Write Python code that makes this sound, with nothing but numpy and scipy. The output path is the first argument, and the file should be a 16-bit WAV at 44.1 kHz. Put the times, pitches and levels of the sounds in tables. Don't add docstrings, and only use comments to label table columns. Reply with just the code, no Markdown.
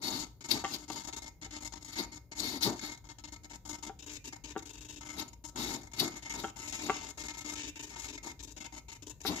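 import sys
import numpy as np
from scipy import signal
from scipy.fft import rfft, irfft
from scipy.io import wavfile
from scipy.ndimage import map_coordinates

SR = 44100
rng = np.random.default_rng(int(sys.argv[2]) if len(sys.argv) > 2 else 0)


def boost(x):
    u = np.asarray(x, float) / 20
    return 10 ** u


def transcribe(u):
    v = np.clip(np.atleast_2d(u).T, -1, 1)
    q = np.round(v * 32767).astype(np.int16)
    wavfile.write(sys.argv[1], SR, q)


N = 414522


def rms_one(x):
    return x / np.sqrt(np.mean(x ** 2) + 1e-20)


def at_hz(points, hz):
    points_hz, points_db = np.transpose(points)
    return np.interp(np.log(hz + 1), np.log(points_hz), points_db)


def coloured(x, spectrum, rings=(), size=4096):
    hz = np.arange(size // 2 + 1) * SR / size
    level_db = at_hz(spectrum, hz)
    for centre_hz, width_hz, rise_db in rings:
        level_db = level_db + rise_db / (1 + (2 * (hz - centre_hz) / width_hz) ** 2)
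    cepstrum = irfft(np.log(boost(level_db)))
    cepstrum[1:size // 2] *= 2
    cepstrum[size // 2 + 1:] = 0
    response = irfft(np.exp(rfft(cepstrum)))
    return signal.fftconvolve(x, response)[:N]


def drift(rate_hz):
    steps = rng.standard_normal(int(N / SR * rate_hz) + 2)
    return np.interp(np.arange(N) / SR * rate_hz, np.arange(len(steps)), steps)


def butter(x, order, hz, kind="low"):
    return signal.sosfilt(signal.butter(order, hz, kind, fs=SR, output="sos"), x)


def split(x, hz):
    low = butter(x, 2, hz)
    return low, x - low


# frequency in Hz, building rumble and hiss in dB per Hz.
FLOOR_COLOUR = [(28, -37), (42, -12.5), (55, -9.5), (110, -5.5), (170, -15), (240, -20), (490, -28.5),
                (1400, -47.5), (6500, -68), (9000, -58.5), (16000, -39.5)]


def floor():
    hum = [(55.2, 17.7, 12.1)]   # Hz, width Hz, rise dB
    mid, side = (rms_one(coloured(rng.standard_normal(N), FLOOR_COLOUR, hum, size=16384)) for _ in range(2))
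    balance_db = np.array([[1.2], [-1.2]])
    return boost(-56.5) * (mid * boost(balance_db) + boost(-13.5) * side * [[1], [-1]])


def reflections(x, t60_s, rise_s, shared_below_hz):
    t = np.arange(int(1.2 * t60_s * SR)) / SR
    mid, side = rng.standard_normal((2, len(t))) * boost(-60 * t / t60_s) * np.clip(t / rise_s, 0, 1)
    side = butter(side, 2, shared_below_hz, "high")
    tails = (mid + side * [[1], [-1]]) / np.sqrt(np.sum(mid ** 2 + side ** 2))
    return signal.fftconvolve(x[None], tails, axes=1)[:, :N]


def placed(x, scatter):
    sides = []
    for lags in ((13, 19, 43), (9, 29, 37)):
        side = x
        for lag in lags:
            echo = np.zeros(lag + 1)
            echo[[0, -1]] = 1, np.clip(scatter, 0, .8)
            side = signal.lfilter(echo[::-1], echo, side)
        sides.append(side)
    return np.array(sides)


def ring(clicks, hz, t60_s):
    radius = boost(-60 / (t60_s * SR))
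    angle = 2 * np.pi * hz / SR
    poles = [1, -2 * radius * np.cos(angle), radius * radius]
    return signal.lfilter([0, np.sin(angle)], poles, clicks + 1e-18)


# time in seconds, peak in dB, hardness 0-1.
KNOCKS = [(.6405, -35.5, .4), (.6465, -29, 1), (0.888, -52, 0.3), (.8955, -66, 0.8), (0.9017, -34.5, 0.5),
          (1.464, -54, 0), (2.6335, -50, 0.8), (3.8957, -39, 0.17), (4.5551, -47, 0.4), (4.5631, -30, 0.2),
          (6.4388, -35.5, 0.4), (6.4435, -30, 0.95), (6.889, -33, 0), (6.897, -21, 0.71),
          (9.251, -32.5, 0.64), (9.2546, -61, .6)]
# frequency in Hz, level in dB, t60 in seconds.
BOARD_MODES = [(325, -13, 0.12), (444, -7, 0.07), (593, -18, 0.023), (792, -1, 0.071), (900, 0, 0.022),
               (1179, -3, 0.048), (1383, -4, 0.037), (1554, -12.5, 0.039), (1840, -21, 0.053),
               (2070, -1.5, 0.012), (2720, -3, 0.014), (3140, -7, 0.018)]


def knocks():
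    s, peak_db, hardness = np.transpose(KNOCKS)
    spread = rng.standard_normal((len(s), len(BOARD_MODES)))
    out = np.zeros(N)
    for k, (hz, level_db, t60_s) in enumerate(BOARD_MODES):
        tilt_db = 8.5 * (hardness - 1.0) * np.log2(hz / 770)
        clicks = np.zeros(N)
        clicks[(s * SR).astype(int)] = boost(peak_db + level_db + tilt_db + 3.8 * spread[:, k])
        out += ring(clicks, hz, t60_s)
    rebound_s = 0.00537
    out += boost(-2.0) * np.roll(out, int(rebound_s * SR))
    return butter(out, 2, [220, 3500], "band")


def swells(top_s, hold_s, top_db, rise_db_per_s, fall_db_per_s):
    sag_db_per_s = 9.5
    level_db, t = np.full(N, -120.), np.arange(N) / SR
    for s, hold, db in zip(top_s, hold_s, top_db):
        held_s = np.clip(t - s, 0, max(hold, 0))
        rise_db = rise_db_per_s * np.maximum(s - t, 0)
        fall_db = fall_db_per_s * np.maximum(t - s - held_s, 0)
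        level_db = np.maximum(level_db, db - rise_db - sag_db_per_s * held_s - fall_db)
    return boost(level_db)


# start in seconds, hold in seconds, gear whine in dB, board rumble in dB,
# lag of the board in seconds.
MOVES = [(.01, 0.16, -43, -49.5, 0.0038), (0.487, .001, -30, -39.5, 0.019), (.695, 0.02, -44, -51, 0.00087),
         (0.9, .05, -50, -56, .001), (1.91, .001, -50, -78, .001), (1.962, .001, -40, -44, 0.0064),
         (2.37, .17, -42.5, -49.5, .01), (2.604, 0.019, -33, -37.5, 0.032),
         (2.792, 0.055, -48, -55.5, 0.019), (5.158, .001, -41, -47.5, 0.0011),
         (5.556, 0.17, -44, -47, .001), (5.971, .001, -30, -36.5, 0.024),
         (6.333, 0.051, -49.5, -53.5, .001), (6.817, .001, -41, -46, 0.00093),
         (8.229, 0.015, -56, -55.5, .001), (9.242, 0.014, -35, -37.5, 0.026)]
# frequency in Hz, level in dB per Hz.
GEAR_COLOUR = [(880, -57), (1500, -22), (2860, -15.5), (4460, -9), (5770, -8), (7030, -22.5), (8240, -22),
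               (11800, -14), (14800, -18.5), (16000, -23)]
# frequency in Hz, level in dB per Hz.
RUMBLE_COLOUR = [(50, -32), (90, -10), (165, -9), (240, -3), (310, -2), (400, -8), (520, -20.5),
                 (900, -10.5), (1300, -25), (2000, -35.5), (4000, -80)]


def moves():
    s, hold_s, whine_db, rumble_db, lag_s = np.transpose(MOVES)
    top_s = s + 0.025
    whine = swells(top_s, hold_s, whine_db + 4.5, rise_db_per_s=892, fall_db_per_s=378)
    rumble = swells(top_s + lag_s, hold_s, rumble_db + 8.0, rise_db_per_s=493, fall_db_per_s=219)
    meshing = rng.random(N) < 9000 / SR
    strength = boost(1.8 * np.minimum(rng.exponential(1, N), np.pi))
    teeth = meshing * strength * rng.choice([-1, 1], N)
    gear_rings = [(3770, 600, 10.2), (4550, 600, 8.1)]   # Hz, width Hz, rise dB
    gears = rms_one(coloured(teeth, GEAR_COLOUR, gear_rings))
    board = rms_one(coloured(rng.standard_normal(N), RUMBLE_COLOUR))
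    return whine * boost(3.5 * drift(70)) * gears + rumble * boost(1.7 * drift(30)) * board


def motor(case, rings, drive, rattle, uneven_db, patchy_db):
    chop_hz = 301.1
    cycles = np.arange(N) * chop_hz / SR + rng.random() + .06 * drift(30)
    width = np.clip(0.22 + .08 * drift(25), .03, .6)
    number = np.maximum.accumulate(cycles.astype(int) + 1)
    ended = np.maximum.accumulate((cycles - width).astype(int) + 2)
    chance = rng.standard_normal((2, number[-1] + 1))
    skipped = np.where(chance[1] > 1.25, .25, 1)
    strength = (boost(uneven_db * chance[0]) * skipped)[number]
    starts = np.diff(number, prepend=number[0])
    ends = np.diff(ended, prepend=ended[0])
    clicks = rms_one(starts - 0.49 * ends)
    rattling = 0.22 + np.sin(np.pi * (cycles % 1) ** 0.71) ** 2
    shake = rms_one(rng.standard_normal(N) * rattling)
    jolts = strength * (clicks + rattle * shake)
    scale = np.std(coloured(jolts, case, rings))
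    low, rest = split(coloured(drive * jolts, case, rings) / scale, 1400)
    middle, high = split(rest, 2500)
    high, top = split(high, 8800)
    out = low * boost(patchy_db * drift(25)) + middle * boost(patchy_db * drift(25))
    return out + high * boost(1.46 * drift(40)) + top * boost(4.2 * drift(30) - 1.5)


def gate(runs, twitches=()):
    coast_mean_s, coast_spread, step_spread_db, step_jitter_s = .013, .25, 1.79, 0.00094
    surge_db, surge_s, twitch_s, run_down_s = 1.5, 0.0018, .005, 0.0037
    drive, chance = np.zeros(N), rng.standard_normal((len(runs), 3, 12))
    for (start, end, steps, level_db), (late, strong, idle) in zip(runs, chance):
        steps = round(steps)
        step_s = (end - start) / steps
        for k in range(steps):
            s = start + k * step_s + step_jitter_s * late[k] * (k > 0)
            coast_s = coast_mean_s * np.exp(coast_spread * idle[k] * (k < steps - 1.5))
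            off_s = start + (k + 1) * step_s - min(coast_s, step_s / 2)
            on = np.arange(int(s * SR), min(int(off_s * SR), N))
            surge = surge_db * np.exp(-(on / SR - s) / surge_s)
            drive[on] = boost(level_db + step_spread_db * strong[k] * (steps > 1.5) + surge)
    for s, level_db in twitches:
        drive[int(s * SR):int((s + twitch_s) * SR)] = boost(level_db)
    slowing = np.arange(N) / SR / run_down_s
    return np.exp(np.maximum.accumulate(np.log(drive + 1e-9) + slowing) - slowing)


# start in seconds, end in seconds, equal steps,
# level in dB.
FIRST_RUNS = [(.021, .255, 1, -42.5), (.783, .855, 2, -48), (.88, 1.11, 6, -42.5), (1.22, 1.3, 2, -47),
              (1.414, 1.475, 2, -46), (1.507, 1.598, 1, -44), (1.606, 1.69, 2, -43.5),
              (1.722, 1.79, 2, -45), (1.809, 1.955, 4, -49.5), (1.956, 2.06, 1, -43), (2.118, 2.19, 2, -51),
              (2.315, 2.385, 2, -48), (2.375, 2.585, 1, -45), (2.813, 2.96, 1, -45), (3.041, 3.135, 2, -52),
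              (3.184, 3.22, 1, -53.5), (3.238, 3.304, 2, -47.5), (3.321, 3.356, 1, -46.5),
              (3.434, 3.472, 1, -50), (3.651, 3.77, 3, -43.5), (3.826, 3.9, 2, -44.5),
              (4.325, 4.356, 1, -46.5), (5.009, 5.165, 4, -46), (5.166, 5.24, 1, -42),
              (5.439, 5.51, 2, -50.5), (5.812, 5.885, 4, -50), (5.985, 6.096, 1, -40),
              (6.106, 6.205, 2, -47), (6.222, 6.297, 1, -47), (8.723, 8.805, 2, -47.5)]
SECOND_RUNS = [(3.989, 4.056, 2, -45), (4.062, 4.183, 1, -42.5), (4.242, 4.302, 2, -41.5),
               (4.438, 4.535, 3, -43), (4.574, 4.61, 1, -44.5), (4.653, 5.0, 9, -46), (7.555, 7.71, 2, -41),
               (7.757, 7.895, 4, -43), (8.081, 8.17, 2, -41), (8.392, 8.462, 2, -45.5),
               (8.473, 8.535, 2, -46), (9.022, 9.05, 1, -45), (9.066, 9.128, 2, -44),
               (9.203, 9.265, 2, -46.5)]
JOINT_RUNS = [(.407, .474, 2, -43), (.487, .59, 1, -40), (.587, .633, 1, -43), (.638, .776, 1, -42.5),
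              (1.127, 1.2, 2, -41.5), (2.608, 2.716, 1, -38.5), (2.72, 2.8, 2, -46), (3.497, 3.57, 2, -46),
              (5.558, 5.778, 1, -40.5), (5.933, 5.995, 2, -43.5), (6.296, 6.414, 3, -41.5),
              (6.404, 6.514, 1, -46), (6.559, 6.68, 1, -44.5), (6.674, 6.772, 2, -42),
              (6.766, 6.855, 1, -42.5), (6.86, 7.005, 1, -41.5), (7.001, 7.123, 1, -44),
              (7.174, 7.238, 1, -41.5), (7.237, 7.326, 2, -41), (7.337, 7.44, 3, -44),
              (7.443, 7.553, 1, -40), (7.893, 8.081, 3, -43.5), (8.229, 8.263, 1, -44),
              (8.261, 8.33, 1, -44.5), (8.564, 8.68, 3, -44.5), (8.883, 8.98, 3, -47),
              (9.254, 9.41, 3, -40.5)]
# time in seconds, level in dB.
TWITCHES = [(0.015, -49), (0.263, -49), (.757, -51), (2.791, -40), (2.974, -49.5), (3.361, -50.5),
            (3.784, -47), (4.358, -46), (4.623, -46), (5.278, -49.5), (5.331, -53.5), (8.177, -44.5),
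            (8.27, -41.5), (5.915, -51), (6.86, -40)]
# frequency in Hz, level in dB per Hz.
FIRST_CASE = [(90, -32), (200, -21.5), (520, -34), (800, -22), (1500, -30.5), (2600, -32.5), (3700, -25.5),
              (5800, -27), (6800, -15), (7700, -26.5), (8600, -37), (12000, -39), (16000, -45.5)]
SECOND_CASE = [(90, -46), (200, -22), (420, -6.5), (550, -21.5), (1300, -26), (2600, -11), (4000, -15),
               (5800, -9.5), (6800, -3.5), (7700, -11), (8700, -27.5), (12000, -24.5), (16000, -32.5)]
# frequency in Hz, width in Hz, rise in dB.
FIRST_RINGS = [(312.4, 170, 12.5), (780, 50, 10.5), (941.6, 55, 12.5), (1306, 21, 15), (2147.6, 174, 17.5),
               (5275, 440, 6.5)]
SECOND_RINGS = [(270, 76, 14.4), (955, 280, 15.5), (2696, 26, 6.3), (3760, 170, 10.3), (4930, 100, 5.6)]


def motors():
    joint = gate(JOINT_RUNS) * np.sqrt(.5)
    first_drive = gate(FIRST_RUNS, TWITCHES) + joint
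    second_drive = gate(SECOND_RUNS) + joint
    first = motor(FIRST_CASE, FIRST_RINGS, first_drive, rattle=1.0, uneven_db=3.0, patchy_db=1.47)
    second = motor(SECOND_CASE, SECOND_RINGS, second_drive, rattle=1.0, uneven_db=2.0, patchy_db=-1.95)
    return boost(3) * placed(first, scatter=0.83) + boost(-0.5) * placed(second, scatter=0.81)


# time in seconds, turn about -1 to 1.
TURN = [(0, -1.2), (1.5, -0.88), (3.2, -0.5), (3.6, -0.44), (5, 0.45), (7, 0.32), (9.4, 0.81)]
# low edge in Hz, high edge in Hz, change in dB.
TURNING_LOBES = [(2000, 2860, 2), (3640, 3830, 0), (4270, 4670, -3.5)]


def turned(near):
    s, turn = np.transpose(TURN)
    turn = np.interp(np.arange(N) / SR, s, turn)
    for low_hz, high_hz, full_db in TURNING_LOBES:
        lobe = butter(near, 1, [low_hz, high_hz], "band")
        near = near + (boost(full_db * turn + 1.47 * drift(12)) - 1) * lobe
    return near


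# frequency in Hz, left over right in dB.
LEFT_OVER_RIGHT = [(60, 9.4), (300, 5.55), (700, 6.7), (1200, 8.2), (2400, 5.7), (4400, 11.7), (8000, 20),
                   (15000, 13)]


def scene():
    near = turned(motors() + placed(moves(), scatter=0.39)) + knocks()
    below, above = split(near[0], 2940)
    to_room = boost(1) * below + above
    room_db = np.array([[-15], [-6.0]])
    left, right = near + boost(room_db) * reflections(to_room, t60_s=0.33, rise_s=0.0026, shared_below_hz=710)
    high = butter(right, 3, 1500, "high")
    low = right - high
    lag_samples = SR * 0.0003055 * (1 + 0.48 * drift(4))
    high = map_coordinates(high, [np.arange(N) - lag_samples], order=3)
    shade = [(hz, -level_db) for hz, level_db in LEFT_OVER_RIGHT]
    return np.array([left, coloured(low + high, shade)]) + floor()


def low_pass(x):
    return signal.sosfilt(signal.butter(12, 16300, fs=SR, output="sos"), x)


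def record(dry):
    mix = signal.sosfilt(signal.cheby2(10, 60, 16500, fs=SR, output="sos"), dry)
    return low_pass(mix)


dry = scene()
out = record(dry)
transcribe(out)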